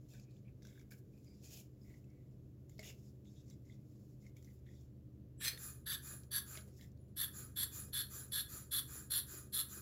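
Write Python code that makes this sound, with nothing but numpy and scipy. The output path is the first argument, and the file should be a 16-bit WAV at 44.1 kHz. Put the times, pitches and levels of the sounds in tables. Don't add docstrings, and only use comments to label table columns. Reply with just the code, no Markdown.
import sys
import numpy as np
from scipy import signal
from scipy.fft import rfft, irfft, next_fast_len
from scipy.io import wavfile
from scipy.ndimage import uniform_filter1d, map_coordinates

SR = 44100
rng = np.random.default_rng(int(sys.argv[2]) if len(sys.argv) > 2 else 0)


def materialize(psi):
    bounded = np.clip(np.atleast_2d(psi).T, -1, 1)
    quanta = np.round(bounded * 32767).astype(np.int16)
    wavfile.write(sys.argv[1], SR, quanta)


def invert_db(x):
    u = np.asarray(x, float) / 20
    return 10 ** u


N = 432621

# start t/s, stop t/s, nozzle level/dB, swell/dB, jet treble level/dB re nozzle
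SQUEEZES = [(5.397, 5.461, -45, 4.5, 2), (5.428, 5.495, -40.5, 2.5, -0.5), (5.859, 5.96, -46.5, 2, 1.5),
            (6.31, 6.398, -46, 2, 4.5), (7.162, 7.259, -47.5, 1.5, 6.5), (7.559, 7.649, -44, 2.5, 4),
            (7.926, 8.03, -46, 0, 3), (8.314, 8.419, -44.5, 0.5, 2), (8.71, 8.806, -44.5, 0.5, 5),
            (9.101, 9.206, -46, 0, 7), (9.523, 9.624, -45, 2.5, 6.5)]
# f/Hz, level/dB
JET_FLOOR = [(700, -46), (1300, -26.5), (2500, -30.5), (3500, -7), (6500, -27), (9000, -18.5), (11500, -8),
             (15500, -40)]
# f/Hz, width/Hz, level/dB
CREASED = [(1710, 180, -11.5), (2500, 480, -13.5), (3300, 340, -4.5), (3900, 250, -5), (5600, 600, -13),
           (7600, 630, -8), (8860, 400, -6), (10800, 300, -9), (12000, 700, -6), (14200, 500, -5),
           (15300, 500, -5)]
# f/Hz, width/Hz, level/dB
LIMP = [(1800, 170, -13.5), (2360, 980, -9.5), (3370, 200, -7.5), (4150, 320, 0), (5050, 280, -4.5),
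        (6130, 350, -5), (8400, 820, -11), (10100, 330, -7.5), (12100, 1200, -9.5), (14500, 3100, -5)]
# f/Hz small, f/Hz full, width/Hz, level/dB small, level/dB full
TAUT = [(1700, 1690, 200, -15.5, -21), (3486, 3420, 81, 0.5, 1.5), (4630, 4140, 75, -4.5, 0),
        (6180, 5570, 60, -10, -16.5), (7780, 7270, 150, -12.5, -12), (9260, 8720, 112, -14, -7.5),
        (11130, 10300, 70, 3, 1.5), (11250, 11280, 470, 2.5, 2.5), (11800, 11800, 350, -0.5, -5),
        (13600, 13000, 150, -7, -1.5), (14500, 14100, 700, -4.5, -8), (15600, 15400, 400, -4, -0.5)]
# level/dB at 3.5, 4.3, 7.5 and 10.5 kHz
GRIPS = [(-1, 0.5, 0, 0.5), (-0.5, 0.5, 0, 0.5), (-1.5, 0.64, -1, 0.5), (2, -0.5, 4.5, 0.5),
         (0, 0.5, -1, 0.5), (1, 1.1, -1, -0.5), (-1.5, 0.5, -3, 0.64), (-2, 0.64, 0, 0.5),
         (-2.5, 0.5, 0, -1.5)]
# valve opens t/s, flow fades from t/s, valve level/dB, whistle level/dB re valve
REFILLS = [(5.576, 5.69, -55.5, -1), (6.019, 6.136, -57, -0.5), (6.456, 6.562, -58.5, -1.5),
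           (7.326, 7.426, -57.5, -0.5), (7.712, 7.806, -53.5, -4.5), (8.094, 8.209, -54.5, -3),
           (8.479, 8.587, -55, -3.5), (8.872, 9.002, -56.5, -1), (9.265, 9.386, -56.5, -3.5),
           (9.683, 9.783, -56, -3.5)]
# f/Hz, width/Hz, level/dB
VALVE = [(1242, 140, -13), (1560, 600, -14), (2480, 71, -15.5), (6020, 320, -15.5), (6800, 210, -8.5),
         (7170, 630, -6.5), (10840, 430, 2), (13500, 2050, -3), (15000, 760, 0)]
# f/Hz, level/dB
SUCK_FLOOR = [(700, -30), (1200, -23.5), (2800, -31.5), (5000, -22.5), (9000, -34), (12000, -12),
              (15800, -50)]
# t/s, f/Hz, level/dB
SEEPS = [
    [(5.376, 7900, -78), (5.41, 7500, -64)],
    [(5.385, 10500, -74), (5.41, 10800, -64)],
    [(5.49, 4220, -68), (5.535, 4340, -57), (5.57, 4270, -69)],
    [(6.98, 10400, -98), (7.02, 10800, -74.5), (7.038, 11000, -89.5), (7.08, 10500, -104),
     (7.098, 10600, -87), (7.13, 10500, -98)],
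    [(6.97, 6700, -95), (7.0, 6950, -92), (7.1, 7170, -96), (7.14, 6800, -101)],
]
# start t/s, length t/s, rubber level/dB, skin level/dB re rubber
RUBS = [(0, 3.3, -89.5, -1.5), (2.597, 2.25, -88.5, 3), (0, 0.12, -82.5, -2.1), (0.085, .125, -67.5, -6),
        (0.199, 0.059, -71, -23), (0.293, 0.13, -78, -28), (0.62, 0.12, -70.5, -7), (0.701, 0.15, -78, 2),
        (0.906, 0.039, -64.5, 4.5), (0.939, .073, -77, 5), (1.12, 0.21, -82, -1), (1.229, 0.39, -75, -10),
        (1.424, .12, -61.5, -6), (1.508, 0.12, -56.5, -2), (1.805, 0.24, -77.5, 0),
        (2.685, 0.13, -79, -2.1), (2.79, 0.037, -59, -21), (2.826, 0.11, -56.5, -5.5),
        (2.961, 0.18, -74.5, -6), (3.245, 0.23, -73.5, -18), (3.459, 0.11, -72.5, -11),
        (3.65, 0.13, -75.5, -15), (3.85, 0.35, -80.5, -4), (4.2, .12, -75.5, -7), (4.357, 0.25, -77.5, 2),
        (4.654, 0.24, -76.5, -6), (6.523, .076, -61, -12), (6.662, 0.14, -75.5, -6),
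        (6.763, .12, -67.5, -2)]
# start t/s, length t/s, level/dB, f/Hz set by the grip
DRAGS = [(0.102, .13, -79, 2476), (0.129, 0.058, -75.5, 1687), (0.446, .058, -80, 2350),
         (0.618, 0.28, -83.5, 2130), (0.611, 0.18, -85, 1590), (0.907, 0.048, -71, 1600),
         (0.909, 0.062, -77, 2340), (1.126, 0.093, -91, 2480), (1.431, 0.07, -81, 2550),
         (1.5, 0.15, -76.5, 2500), (.21, .16, -88, 2450), (1.24, .14, -88, 2250), (2.04, .3, -90, 2100),
         (1.84, 0.15, -77, 2080), (2.788, 0.046, -70, 2130), (2.821, 0.12, -71.5, 2190),
         (3.456, .12, -92, 2140), (3.636, 0.16, -87, 2060), (4.229, 0.061, -79.5, 2080),
         (4.361, 0.032, -78, 2210), (4.459, 0.074, -84, 2020), (4.65, 0.12, -81.5, 2010),
         (6.527, 0.092, -71, 2130), (6.786, .08, -74, 1920)]
# start t/s, length t/s, level/dB, f/Hz
NECK = [(.1, .1, -84, 3560), (0.621, 0.091, -79, 3590), (.725, .1, -82, 3550), (1.25, .13, -82, 4900),
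        (1.51, .12, -72, 3050), (1.812, 0.048, -82, 5100), (2.7, 0.061, -88, 3500), (2.829, .09, -71, 3500),
        (2.83, .11, -69, 2750), (3.255, 0.047, -80, 3620), (3.36, .07, -81, 3600),
        (3.506, 0.032, -78, 3670), (3.697, 0.042, -80, 3550), (4.359, 0.054, -84, 3480),
        (4.658, 0.19, -87, 3540), (6.789, 0.067, -78, 3500)]
# f/Hz, width/Hz, level/dB
WALL = [(1720, 74, -20.5), (2550, 160, -11)]
# f/Hz, width/Hz, level/dB
RUBBER = [(3610, 160, -6), (5070, 2200, -5), (5320, 1100, -1), (6950, 1460, 2)]
# f/Hz, level/dB
SKIN = [(8000, -17.5), (9300, -7), (10500, 3.5), (12500, 5.5), (15800, 14)]
# t/s, peak level/dB, f/Hz
SNAPS_AND_TAPS = [(.1221, -63, 7180), (.1356, -51, 4290), (.1974, -50, 5150), (.629, -53, 5420), (0.727, -62, 3510),
                  (.7696, -64, 3560), (0.795, -56, 5940), (.8126, -57, 5460), (1.4422, -50, 5300),
                  (1.8936, -62, 7250), (2.043, -64, 7240), (2.102, -63, 5600), (3.3348, -67, 6980),
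                  (3.481, -64, 7080), (4.2652, -56, 7340), (4.59, -65, 7320), (4.6658, -65, 3490),
                  (0.309, -59.5, 4150), (0.3661, -61, 3550), (0.622, -56, 5410), (0.651, -48, 5570),
                  (0.6705, -50, 5600), (0.9114, -53, 7200), (1.2445, -56.5, 7240), (2.6954, -50, 7400),
                  (2.7814, -52, 5130), (2.844, -47, 6950), (3.255, -62, 3530), (3.5084, -54.5, 7340),
                  (3.6541, -64, 6850), (4.367, -50.5, 7100), (4.426, -54, 7300), (4.446, -51, 5800),
                  (4.81, -62, 7050), (5.5754, -42, 3620), (6.136, -51, 3800), (6.234, -50.5, 5200),
                  (6.5735, -36.5, 3800), (6.684, -56, 7100), (6.9168, -61, 7100), (6.974, -63.5, 4630),
                  (6.533, -52, 2400), (6.5535, -45, 2450), (6.5735, -46, 2200), (6.581, -49, 2900),
        (6.5865, -48, 3300), (6.586, -48.5, 1500), (5.5, -52.5, 1500), (5.576, -47.5, 1900),
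        (6.6085, -49, 4900), (6.811, -47, 3900), (7.083, -73, 4000), (.9193, -47.5, 4600),
        (2.793, -39.5, 4800), (2.8295, -44.5, 3300), (3.5, -48.5, 6000), (1.1767, -64, 4870)]
# t/s, peak level/dB, f/Hz
TICKS = [(.1211, -72, 2580), (.1401, -65, 1680), (.3601, -71, 2480), (.4549, -74, 2390), (.4673, -69, 2360),
         (.4798, -68, 2590), (.621, -69, 1660), (.622, -71, 2120), (.6509, -63, 1570), (.652, -70, 2140),
         (.6814, -69, 2110), (.6825, -67, 1600), (.7262, -66.5, 2180), (.7562, -66, 1570),
         (.7766, -59, 1630), (.7975, -67, 2280), (.8133, -67, 1570), (.9108, -62, 2300), (.9158, -63, 1605),
         (.9198, -55, 1620), (.9205, -58, 2290), (.939, -68, 2280), (1.1353, -74, 2450),
         (1.1772, -72, 2480), (1.4386, -68, 2580), (1.5309, -67, 2600), (1.5718, -61, 2480),
         (2.0413, -71, 2610), (2.6953, -71, 2130), (2.7165, -71, 2100), (2.7925, -44.5, 2160),
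         (2.8305, -54, 2000), (2.8445, -54, 1980), (3.254, -76, 2130), (3.5094, -70, 2150),
         (3.6975, -58, 2060), (4.2243, -73, 2090), (4.2443, -69, 2040), (4.2652, -60, 2124),
         (4.366, -66, 2180), (4.4243, -75, 1980), (4.4468, -71, 2150), (4.4757, -67, 2040),
         (4.4872, -61, 2080), (4.6658, -71, 1850), (4.6882, -64, 1880), (4.7122, -75, 2020),
         (6.7955, -62.5, 1845), (6.81, -57, 2150)]
# t/s, peak level/dB
KNOCKS = [
    (.67, -73),
    (2.7927, -53),
    (2.83, -71),
    (6.5735, -58),
]
# t/s, peak level/dB, f/Hz
FLEX = [(5.53, -56.5, 498), (5.45, -55, 420), (6.1, -58, 336), (6.135, -52.5, 352), (6.674, -56.5, 310),
        (7.88, -56, 480), (6.232, -62, 464), (6.502, -59, 350), (7.078, -67, 371), (7.394, -53, 389),
        (7.781, -55, 311), (8.156, -52, 400), (8.251, -63, 418), (8.542, -50, 364), (8.949, -52.5, 316),
        (9.336, -51, 352), (9.462, -64, 342), (9.766, -51.5, 366)]
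# f/Hz, T60 t/s
ROOM = [(300, 0.81), (2000, 0.23), (6000, 0.14), (14000, 0.2)]
# multiple of the blade rate, rms level/dB
FAN = [(4, -75), (5.5, -77.5), (7, -78), (8, -78), (9, -72), (10, -60), (11, -71), (12, -80), (12.5, -83),
       (24, -75), (30, -80)]
# t/s, f/Hz, level/dB
DRONE = [(0, 75.6, -69.5), (2.5, 75.2, -65.5), (3.6, 75.8, -61.5), (4.05, 75.3, -71), (4.499, 74.95, -60.5),
         (7.5, 75.34, -58.5), (9.81, 75, -59.5)]
# t/s, f/Hz, level/dB
MAINS = [(0, 99.4, -75.5), (2.5, 100, -69.5), (4, 100.5, -74.5), (6.2, 100, -74), (6.45, 100, -62.5),
         (7.8, 101.9, -63), (8.6, 100.3, -73), (9.81, 99.4, -78)]
# f/Hz, density level/dB per Hz
RUMBLE = [(18, -120), (34, -104), (46, -88.5), (60, -85.5), (130, -83), (180, -88), (300, -90),
          (480, -98.5), (620, -104), (800, -118), (1100, -124), (1500, -140)]
# f/Hz, density level/dB per Hz
HISS = [(500, -130), (1100, -121), (2300, -125.5), (5000, -129), (7500, -129), (8300, -138), (9800, -137),
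        (10800, -129), (15800, -127)]

UNFOLDED_S = 5.8
FILL_STROKES = 3.7
LIMP_RISE_S, TAUT_RISE_S = 0.029, 0.013
LIMP_CAVITY_DB, SMALL_CAVITY_DB, FULL_CAVITY_DB = -46.5, -51.5, -56.5
SMEAR_HZ = 60
FADE_S, REFILL_CAVITY_DB = .122, -63.5
RUB_WALL_DB = -11.5
WALL_BAND_HZ = (500, 2660)
STROKE_PHASE = np.array([0, .2, .7, 1, 1.4])
STROKE_DB = np.array([-4.0, 2.0, 2.5, -12.0, -23.5])
TICK_T60_S, TICK_RISE_S = 0.026, 0.00055
BLADE_HZ = 12.655
STRIKE_T = np.arange(SR // 8) / SR


def squeezes():
    out, strokes = 0, 0
    jet = turbulence(flutter_db=1.7, rate=420, patch_db=2.3)
    for start, stop, db, swell_db, treble_db in SQUEEZES:
        if start > UNFOLDED_S:
            full = 1 - np.exp(-strokes / FILL_STROKES)
            modes = taut_modes(full, GRIPS[strokes])
            rise = TAUT_RISE_S
            cavity_db = SMALL_CAVITY_DB + (FULL_CAVITY_DB - SMALL_CAVITY_DB) * full
            strokes += 1
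        else:
            modes = CREASED if start == SQUEEZES[0][0] else LIMP
            rise, cavity_db = LIMP_RISE_S, LIMP_CAVITY_DB
        broad = [(c, w + SMEAR_HZ, g + rng.normal(0, 1.2)) for c, w, g in modes]
        shape = [(start - .004, -36), (start + rise / 2, -6.5 - swell_db),
                 (start + 1.69 * rise, -swell_db), (stop - .012, 0),
                 (stop + 0.005, -13), (stop + .09, -32)]
        rows = [(s, db + g, treble_db, cavity_db - db) for s, g in shape]
        bands = [(2900, 7700), (6700, 14800), (610, 2170)]
        out = out + played(rows, jet, lambda hz: humps(broad, hz, JET_FLOOR), bands)
    return out


def taut_modes(full, grip):
    grip_db = dict(zip((1, 2, 4, 6), grip))
    modes = []
    for k, (small_hz, full_hz, width_hz, small_db, full_db) in enumerate(TAUT):
        hz = small_hz + (full_hz - small_hz) * full
        db = small_db + (full_db - small_db) * full
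        modes.append((hz, width_hz, db + grip_db.get(k, 0)))
    return modes


def refills():
    air, out = turbulence(flutter_db=-0.5, rate=640, patch_db=2.0), 0
    flutter = invert_db(2.5 * wobble(60))
    whistle_hz, width_hz, gain_db = VALVE[6]
    hiss_modes = VALVE[:6] + [(10500, 440, -15.0)] + VALVE[7:]
    bands = [(3150, 9500), (10300, 12200), (605, 4500)]
    sag = np.array([.018, .01, 0, -.008, -.008, -.004])
    for start, knee, db, whistle_db in REFILLS:
        stop, cavity_db = knee + FADE_S, REFILL_CAVITY_DB - db
        rows = [(start, db - 16, -4, cavity_db),
                (start + .018, db - 5.5, -3, cavity_db),
                ((start + knee) / 2, db, -2.5, cavity_db),
                (knee, db - 3.5, -3, cavity_db + 1.5),
                (stop, db - 27.0, -6, cavity_db),
                (stop + 0.036, db - 35, -6, cavity_db)]
        out = out + played(rows, air, lambda hz: humps(hiss_modes, hz, SUCK_FLOOR), bands)
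        level = db + whistle_db + gain_db + np.array([-12, -7, -4, -1.0, -24.5, -29])
        out = out + flutter * warble(np.transpose(rows)[0], whistle_hz * (1 + sag), level, width_hz)
    return out


def seeps():
    return sum(warble(*np.transpose(rows), width_hz=230) for rows in SEEPS)


def rubs():
    out = 0
    for start, length, db, skin_db in RUBS:
        rows = [(start + length * u, db + g, skin_db, RUB_WALL_DB) for u, g in zip(STROKE_PHASE, STROKE_DB)]
        bands = [(3100, 7440), (8000, 13200), WALL_BAND_HZ]
        out = out + 0.42 * played(rows, friction, contact_colour, bands)
    return out


def drags():
    jerks = (rng.random(N) < 90 / SR) * invert_db(2.5 * rng.standard_normal(N))
    chatter = unit(1.2 + signal.lfilter([1], [1, -np.exp(-1 / (.006 * SR))], jerks))
    glide = np.array([1.02, 1.01, 1, .98, .97])
    note_db = STROKE_DB + np.array([-6, -2, -2, -5, -10])
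    out = 0
    for start, length, db, wall_hz in DRAGS:
        s = start + length * STROKE_PHASE
        rows = np.transpose([s, db + STROKE_DB])
        out = out + 0.54 * chatter * played(rows, friction, contact_colour, [WALL_BAND_HZ])
        out = out + chatter * warble(s, wall_hz * glide, db + note_db, width_hz=420)
    for start, length, db, neck_hz in NECK:
        s = start + length * STROKE_PHASE
        out = out + chatter * warble(s, np.full(5, neck_hz), db + STROKE_DB, width_hz=600)
    return out


def friction(size):
    slips = (rng.random(size) < 1500 / SR) * invert_db(1.8 * rng.exponential(size=size))
    slips = slips * rng.standard_normal(size)
    rustle = invert_db(1.5 * wobble(60, size)) * rng.standard_normal(size)
    return patchy(.4 * unit(slips) + rustle, 2.5, size=10)


def contact_colour(hz):
    return humps(WALL + RUBBER, hz, [(500, -2), (1200, -23.5), (2900, -12.5), (7700, -1.0)] + SKIN)


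def snaps_and_taps():
    blows = []
    for s, db, hz in SNAPS_AND_TAPS:
        crack = puff(.027, [(500, -25), (hz / 1.4, -12), (hz, 0), (min(hz * 1.3, 7600), -12),
                            (7700, -15), (8700, -22), (11000, -16)])
        ping = min(1500 / hz, .8) * ring(hz, 45 / hz)
        blows.append((s, invert_db(db - 4.5) * (ping + 0.45 * crack)))
    return struck(blows)


def ticks():
    blows = []
    for s, db, hz in TICKS:
        grit = 1 + .45 * wobble(300, len(STRIKE_T))
        rise = 1 - np.exp(-STRIKE_T / TICK_RISE_S)
        blows.append((s, invert_db(db + 1.0) * grit * ring(hz, TICK_T60_S) * rise))
    return struck(blows)


def knocks():
    body = ring(632, 0.09) + 0.9 * ring(420, 0.07)
    return struck([(s, invert_db(db) * body) for s, db in KNOCKS])


def flexes():
    blows = []
    for s, db, hz in FLEX:
        creak = .4 * ring(hz, 0.08) + 0.45 * puff(0.09, [(200, -15), (330, 6), (600, 0), (1000, -20)])
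        blows.append((s, invert_db(db + 3.5) * creak * (1 - np.exp(-STRIKE_T / 0.0033))))
    return struck(blows)


def room(x):
    hz, t, z = signal.stft(rng.standard_normal(SR // 2), SR, nperseg=256)
    tail = signal.istft(z * invert_db(-60 * t / along(ROOM, hz)[:, None]), SR, nperseg=256)[1]
    return signal.fftconvolve(np.pad(x, (250, 0)), tail / np.linalg.norm(tail))[:N]


def fan():
    t = np.arange(N) / SR
    turn = 2 * np.pi * np.cumsum(BLADE_HZ * (1 + 0.000523 * wobble(0.597))) / SR
    hum = 0
    for k, db in FAN:
        unsteady = .8 if k == 10 else 3.5
        level = invert_db(db + 2.5 + unsteady * wobble(1.6))
        hum = hum + level * np.sin(k * turn + .25 * unsteady * wobble(1.2))
    throb = 1 + 1.2 * np.cos(2 * np.pi * 4.18 * t + 1.58)
    return hum + invert_db(-69.0 + 1.3 * wobble(1.0)) * throb * np.sin(16 * turn)


def motor_tone(s, hz, db):
    t = np.arange(N) / SR
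    turn = 2 * np.pi * np.cumsum(np.interp(t, s, hz)) / SR
    return invert_db(np.interp(t, s, db) + 0.78 * wobble(2.6)) * np.sin(turn)


def steady_noise(spectrum):
    return filtered(rng.standard_normal(N), lambda hz: np.sqrt(SR / 2) * invert_db(along(spectrum, hz)))


def background():
    drone = motor_tone(*np.transpose(DRONE)) + motor_tone(*np.transpose(MAINS))
    rumble = invert_db(0.26 * wobble(7.9)) * steady_noise(RUMBLE)
    return fan() + drone + rumble + steady_noise(HISS)


def turbulence(flutter_db, rate, patch_db):
    def source(size):
        noise = invert_db(flutter_db * wobble(rate, size)) * rng.standard_normal(size)
        return patchy(noise, patch_db, size=8)
    return source


def played(rows, source, gain, bands):
    s, first, *rest = np.transpose(rows)
    start, t = span(s)
    raw, out = source(len(t)), 0
    for (lo, hi), db in zip(bands, [first] + [first + r for r in rest]):
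        def band_gain(hz):
            return gain(hz) / np.sqrt((1 + (lo / (hz + 1)) ** 12) * (1 + (hz / hi) ** 12))
        out = out + invert_db(np.interp(t, s, db)) * unit(filtered(raw, band_gain))
    return placed(out, start)


def warble(s, hz, db, width_hz):
    start, t = span(s)
    turn = 2 * np.pi * np.cumsum(np.interp(t, s, hz)) / SR
    band = wobble(width_hz, len(t)) * np.sin(turn) + wobble(width_hz, len(t)) * np.cos(turn)
    return placed(invert_db(np.interp(t, s, db)) * unit(band), start)


def ring(hz, t60):
    return invert_db(-60 * STRIKE_T / t60) * np.sin(2 * np.pi * hz * STRIKE_T)


def puff(t60, spectrum):
    noise = rng.standard_normal(len(STRIKE_T))
    return invert_db(-60 * STRIKE_T / t60) * unit(filtered(noise, lambda f: invert_db(along(spectrum, f))))


def struck(blows):
    out = np.zeros(N + SR)
    for s, sound in blows:
        out[round(s * SR):][:len(sound)] += sound
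    return out[:N]


def patchy(x, patch_db, size):
    z = signal.stft(x, nperseg=256)[2]
    field = uniform_filter1d(rng.standard_normal(z.shape), 2, axis=0)
    field = uniform_filter1d(field, size=size, axis=1)
    return signal.istft(z * invert_db(patch_db * unit(field)), nperseg=256)[1][:len(x)]


def humps(modes, hz, between):
    power = sum(invert_db(2 * db) / (1 + (2 * (hz - c) / w) ** 2) ** 2 for c, w, db in modes)
    return np.sqrt(power + invert_db(2 * along(between, hz)))


def filtered(x, gain):
    m = next_fast_len(len(x) + 8192)
    return irfft(rfft(x, m) * gain(np.fft.rfftfreq(m, 1 / SR)), m)[:len(x)]


def along(points, hz):
    f, v = np.transpose(points)
    return np.interp(np.log(hz + 1), np.log(f + 1), v)


def wobble(rate, size=N):
    grid = np.arange(0, size + SR / rate, max(SR / rate / 16, 1))
    knots = rng.standard_normal(int(size * rate / SR) + 4)
    return np.interp(np.arange(size), grid, map_coordinates(knots, [grid * rate / SR]))


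def unit(x):
    return x / np.sqrt(np.mean(x ** 2) + 1e-20)


def span(s):
    start = round(s[0] * SR)
    return start, np.arange(start, min(round(s[-1] * SR), N)) / SR


def placed(x, start):
    k = np.arange(len(x))
    soft = np.clip(np.minimum(k, k[::-1]) / (0.00078 * SR), 0, 1)
    return np.pad(x * soft, (start, N - start - len(x)))


def scene():
    pump = squeezes() + refills() + seeps()
    touch = rubs() + drags() + snaps_and_taps() + ticks() + knocks() + flexes()
    echo = room(invert_db(-8.0) * pump + invert_db(-10.5) * touch)
    return (pump + touch + echo + background())[None]


def band_limit(x):
    return signal.sosfilt(signal.butter(12, 15850, fs=SR, output="sos"), x)


def record(dry):
    return band_limit(dry)


dry = scene()
out = record(dry)
materialize(out)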